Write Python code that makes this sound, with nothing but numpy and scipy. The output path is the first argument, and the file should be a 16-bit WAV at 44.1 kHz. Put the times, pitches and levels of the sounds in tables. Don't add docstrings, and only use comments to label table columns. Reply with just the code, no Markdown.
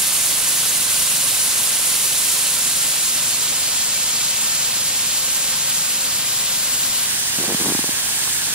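import sys
import numpy as np
from scipy import signal
from scipy.fft import rfft, irfft
from scipy.io import wavfile

SR = 44100
rng = np.random.default_rng(int(sys.argv[2]) if len(sys.argv) > 2 else 0)


def wav_record(signal):
    frames = np.transpose(np.atleast_2d(signal))
    bounded = np.clip(frames, -1, 1)
    quanta = np.round(bounded * 32767).astype(np.int16)
    wavfile.write(sys.argv[1], SR, quanta)


N = 376613
TIME = np.arange(N) / SR
FRAME = 1024
BIN_HZ = np.maximum(np.arange(FRAME // 2 + 1) * SR / FRAME, 1)[:, None]


def from_db(db):
    return 10 ** (np.asarray(db) / 20)


def rms_one(x):
    return x / np.sqrt(np.mean(x ** 2) + 1e-20)


def in_time(rows, t=TIME):
    times, *columns = np.transpose(rows)
    return [np.interp(t, times, column) for column in columns]


def at_hz(points, hz=BIN_HZ):
    f, value = np.transpose(points)
    return np.interp(np.log(hz), np.log(f), value)


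def drift(rate, t=TIME):
    step = 40
    pole = np.exp(-2 * np.pi * rate * step / SR)
    noise = rng.standard_normal(N // step + 3000)
    slow = signal.lfilter([1], [1, -2 * pole, pole * pole], noise)
    slow = slow[2000:]
    return np.interp(t * SR / step, np.arange(len(slow)), rms_one(slow))


def short_spectra(x):
    return signal.stft(x, SR, nperseg=FRAME)[1:]


def coloured(x, spectrum):
    hz = np.maximum(np.arange(N // 2 + 1) * SR / N, 1)
    gain = from_db(at_hz(spectrum, hz))
    return rms_one(irfft(rfft(x) * gain, N))


def grains(per_s, spread_db):
    sizes = from_db(spread_db * np.minimum(rng.standard_normal(N), 2))
    signs = rng.choice([-1, 1], N)
    return (rng.random(N) < per_s / SR) * signs * sizes


def swell(start, length, rise_db_per_s, fall_db_per_s):
    before = np.maximum(start - TIME, 0)
    after = np.maximum(TIME - start - length, 0)
    return from_db(-rise_db_per_s * before - fall_db_per_s * after)


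# [f/Hz, rms level/dB]
WHINE_TONES = [(15218, -55), (15285, -52), (15368, -49), (15435, -56)]


def whine(wander=.8):
    return sum(np.sqrt(2) * from_db(db) * np.sin(2 * np.pi * hz * TIME + wander * drift(6))
               for hz, db in WHINE_TONES)


# [t/s, strokes per s]
COMPRESSOR_SPEED = [(0, 23.5), (2.0, 23.5), (2.8, 23.1), (3.5, 23.35), (4.0, 23.8), (8.54, 23.7)]
# [multiple of the stroke rate, rms level/dB before wavering]
COMPRESSOR_TONES = [(3,-62.5),(4.25,-56.5),(5,-56.5),(6,-53.5),(7,-55.5),(8,-57),(9,-59),(11,-61.5)]


def compressor(waver_db=2.5):
    strokes_per_s = in_time(COMPRESSOR_SPEED)[0] * (1 + 0.0019 * drift(2.2))
    turns = np.cumsum(strokes_per_s) / SR
    hum = 0
    for multiple, db in COMPRESSOR_TONES:
        level = np.sqrt(2) * from_db(db + waver_db * drift(3.2))
        hum = hum + level * np.sin(2 * np.pi * (multiple * turns + rng.random()))
    return hum


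def finger_touch(at_s=8.277, peak_db=-18, hz=1030, t60=.011):
    age = np.maximum(TIME - at_s, 0)
    return from_db(peak_db - 60 * age / t60) * np.sin(2 * np.pi * hz * age)


# [t/s, length/s, rms level/dB]
STROKES = [(7.6, .22, -29.5), (8.088, 0.05, -30), (8.252, .1, -27)]
# [f/Hz, level/dB]
STROKE_SPECTRUM = [(1000,-20),(5500,-23),(7500,-1),(9000,0),(11000,-9),(15500,-18)]
STROKE_RISE_DB_PER_S, STROKE_FALL_DB_PER_S = 160, 100


def rough_strokes():
    strokes = sum(from_db(db) * swell(start, length, STROKE_RISE_DB_PER_S, STROKE_FALL_DB_PER_S)
                  for start, length, db in STROKES)
    clicks = [coloured(grains(per_s=4000, spread_db=8), STROKE_SPECTRUM) for port in range(2)]
    return strokes * np.array(clicks)


# [t/s, length/s, peak level/dB before the boost in boot(), thud f/Hz]
BOOT_PRESSES = [(7.402, 0.02, -19.5, 340), (7.441, 0.015, -21, 550), (7.48, 0.058, -18.5, 397),
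                (7.6, .03, -21, 300), (7.648, .058, -16.5, 286)]
SLIPS_PER_S, SLIP_JITTER_S = 96, 0.00099
SLIP_SPREAD_DB, SLIP_SPREAD_OCTAVES = 1.5, .25


def slips():
    rows = []
    for start, length, db, hz in BOOT_PRESSES:
        chance = rng.standard_normal(size=(24, 3))
        ages = np.arange(0, length, 1 / SLIPS_PER_S)
        for age, (late, louder, higher) in zip(ages, chance):
            slip_s = start + age + SLIP_JITTER_S * late
            slip_hz = hz * 2 ** (SLIP_SPREAD_OCTAVES * higher)
            rows.append((slip_s, db + SLIP_SPREAD_DB * louder, slip_hz))
    return rows


# [t/s, peak level/dB before the boost in boot(), thud f/Hz]
WEIGHT_JERKS = [(7.386, -17, 221), (7.546, -13, 222), (7.711, -19, 270), (7.722, -15, 374),
                (7.75, -12.5, 282), (7.791, -14, 272), (7.842, -18, 432), (7.891, -17.5, 278)]
# [f/Hz, level/dB]
CRUSH_SPECTRUM = [(50, -30), (160, -13), (400, 5), (600, -9), (950, -8), (1500, -17), (4000, -37)]
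CRUSH_DB, CRUSH_RISE_DB_PER_S, CRUSH_FALL_DB_PER_S = -16.5, 600, 450


def boot(cycles=4.35, crack_db=-4, slip_db=4, crack_hz=860, crack_t60=0.0053, low_cut_hz=150):
    load = sum(from_db(db) * swell(start, length, CRUSH_RISE_DB_PER_S, CRUSH_FALL_DB_PER_S)
               for start, length, db, hz in BOOT_PRESSES)
    out = from_db(CRUSH_DB) * load * coloured(grains(per_s=500, spread_db=3.0), CRUSH_SPECTRUM)
    t = TIME[:SR // 20]
    for start, db, hz in [*WEIGHT_JERKS, *slips()]:
        thud = np.sin(2 * np.pi * hz * t) * from_db(-60 * t * hz / cycles)
        this_crack_hz = crack_hz * rng.uniform(0.71, 1.08)
        crack = np.sin(2 * np.pi * this_crack_hz * t) * from_db(-60 * t / crack_t60)
        jerk = from_db(db + slip_db) * (thud + from_db(crack_db) * crack)
        at = round(start * SR)
        out[at:at + len(t)] += jerk[:N - at]
    return signal.sosfilt(signal.butter(3, low_cut_hz, "high", fs=SR, output="sos"), out)


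def turbulence(t, flutter_db, flutter_rate, patch_db, patch_rate):
    centres = np.geomspace(500, 16000, 9)
    patches = sum(at_hz(np.c_[centres, row]) * drift(patch_rate, t) for row in np.eye(len(centres)))
    flutter = (BIN_HZ / 10000) * drift(flutter_rate, t)
    return flutter_db * flutter + patch_db * patches


def fine_ripple(t, depth_db=1.42, change_rate=0.24, count=20):
    spacings_s = rng.uniform(.002, .012, count)
    strengths = np.array([drift(change_rate, t) for spacing in spacings_s])
    ripples = np.cos(2 * np.pi * BIN_HZ * spacings_s) @ strengths
    return depth_db * rms_one(ripples) * np.minimum(BIN_HZ / 1000, 1)


def far_echo(low, echo_ms=3.79, ripple_db=2.0, from_hz=450, fade_hz=1300):
    comb = np.cos(2 * np.pi * BIN_HZ * echo_ms / 1000)
    band = np.minimum(BIN_HZ / from_hz, 1) ** 2 * np.exp(-(BIN_HZ / fade_hz) ** 2)
    return (1 - low) * ripple_db * comb * band


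# [f/Hz, width/Hz, level/dB]
HOUSING_RESONANCES = [(7160, 330, 1), (8100, 370, -1.5)]


def yard_colour(low, standing_echo_ms=1.94, ground_echo_ms=1.25, ripple_db=0.94, fade_hz=2200):
    echo_ms = standing_echo_ms + low * (ground_echo_ms - standing_echo_ms)
    comb = np.cos(2 * np.pi * BIN_HZ * echo_ms / 1000)
    band = np.clip((BIN_HZ - 280) / 120, 0, 1) * np.exp(-(BIN_HZ / fade_hz) ** 2)
    housing = sum(db * np.exp(-((BIN_HZ - hz) / width) ** 2) for hz, width, db in HOUSING_RESONANCES)
    return ripple_db * comb * band + housing


# [f/Hz, level change/dB per s]
LEFT_SWING = [(1500, 0), (3500, -0.7), (7000, -0.6), (11500, 1.5), (15500, 1.5)]
RIGHT_SWING = [(1500, 0), (3500, -0.2), (10000, -.7), (12500, .3)]
SWING_FROM_S = 5


def port_swing(t, low):
    swung_s = np.maximum(t - SWING_FROM_S, 0) * (1 - low)
    return swung_s * np.array([at_hz(LEFT_SWING), at_hz(RIGHT_SWING)])


# [t/s, turn away from the nozzles 0-1]
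MICROPHONE_TILT = [(0, 0), (.6, .1), (2.4, 0.12), (3.1, 0.42), (3.7, 0.74), (4.5, 0.85)]
GROUND_FROM_S = 7.06
# [f/Hz, level/dB on unit white noise]
UP_HISS = [(25,-24),(100,-31),(200,-24),(380,-26),(550,-24.5),(2200,-20.5),(2800,-18),(4300,-16),(5100,-17.5),(6300,-15.5),(9800,-11.5),(11300,-14),(12400,-19.5),(15500,-22)]
SLOPE_HISS = [(25,-27),(100,-30.5),(200,-22),(380,-30),(550,-26),(2200,-21.5),(2800,-19),(4600,-16.5),(6100,-18),(7300,-13.5),(11000,-17),(13000,-21),(15500,-25)]
GROUND_HISS = [(25,-40),(90,-22.5),(170,-26),(300,-25),(620,-26.5),(1000,-23.5),(1300,-24.5),(1700,-19),(2250,-21),(3300,-18.5),(6000,-17.5),(9200,-14.5),(11000,-21.5),(15500,-26.5)]
# [f/Hz, left minus right level/dB]
UP_SHADE = [(100, -1.3), (2000, -1.3), (4800, -1.0), (5700, 2.4), (7000, -1.5), (9600, -4.5), (11000, 0),
            (13600, -0.5), (15500, -3)]
SLOPE_SHADE = [(100, -0.063), (2000, -1.4), (5200, -1.5), (6000, -1), (8000, 1), (9700, 1.7), (11000, -1.6),
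               (13600, -0.84), (15500, 1)]
GROUND_SHADE = [(100, -1), (1900, -0.5), (2500, -3), (3300, -0.5), (7000, -1.2), (9300, -3.0),
                (11000, -1.5), (13600, -1.9), (15500, 0.0)]
# [f/Hz, share 0-1]
STANDING_DIRECT = [(30,0.06),(70,0),(150,0.55),(400,0.33),(600,0.56),(2000,0.34),(2700,0.83),(3400,0.5),(4400,.65),(6000,0.44),(7400,0.68),(11500,0.81),(15500,0.6)]
GROUND_DIRECT = [(30,.15),(150,0.62),(500,0.19),(1200,0.2),(1650,0.65),(2200,.25),(2700,0.29),(3200,.3),(4500,.45),(7400,0.58),(9600,0.27),(15500,0.2)]
# [f/Hz, phase by which left leads/radians]
STANDING_BEND = [(100, -0.083), (1800, -0.042), (3300, -0.088), (5400, 0.12), (6400, -0.51), (7600, -0.052),
                 (9000, -0.17), (10200, 0.097), (12700, 0.081), (15500, 0.8)]
GROUND_BEND = [(100,0),(900,.2),(1700,-0.49),(2200,-1.2),(2750,-1.1),(3050,-0.85),(4000,-1.9),(7500,-1.2),(11000,-.6),(14000,0)]
LAG_UP_MS, LAG_SLOPE_MS, LAG_GROUND_MS = 0.02, 0.048, .05


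def snow_gun():
    t, (jet, *scatter) = short_spectra(rng.standard_normal((3, N)))
    turned = np.clip(in_time(MICROPHONE_TILT, t)[0], 0, 1)
    low = np.clip((t - GROUND_FROM_S) / .02 + .5, 0, 1)

    def blend(up, slope, ground):
        return (1 - low) * ((1 - turned) * up + turned * slope) + low * ground

    def by_pose(up, slope, ground):
        return blend(at_hz(up), at_hz(slope), at_hz(ground))

    lag_ms = blend(LAG_UP_MS, LAG_SLOPE_MS, LAG_GROUND_MS)
    direct = np.clip(by_pose(STANDING_DIRECT, STANDING_DIRECT, GROUND_DIRECT), 0, 1)
    sides = np.array([.5, -.5])[:, None, None]
    lead = by_pose(STANDING_BEND, STANDING_BEND, GROUND_BEND) - 2 * np.pi * BIN_HZ * lag_ms / 1000
    straight = np.sqrt(direct) * jet * np.exp(1j * sides * lead)
    ports = straight + np.sqrt(1 - direct) * np.array(scatter)

    level_db = by_pose(UP_HISS, SLOPE_HISS, GROUND_HISS)
    level_db = level_db + yard_colour(low) + far_echo(low) + fine_ripple(t)
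    level_db = level_db + turbulence(t, flutter_db=0.51, flutter_rate=26, patch_db=0.71, patch_rate=24)
    shade_db = sides * by_pose(UP_SHADE, SLOPE_SHADE, GROUND_SHADE) + port_swing(t, low)
    return signal.istft(ports * from_db(level_db + shade_db), SR, nperseg=FRAME)[1][:, :N]


def scene():
    background = compressor() + np.array([whine(), whine()])
    in_the_snow = finger_touch() + rough_strokes() + boot()
    return background + in_the_snow + snow_gun()


def record(dry):
    return signal.sosfiltfilt(signal.ellip(12, .05, 70, 15700, fs=SR, output="sos"), dry)


dry = scene()
out = record(dry)
wav_record(out)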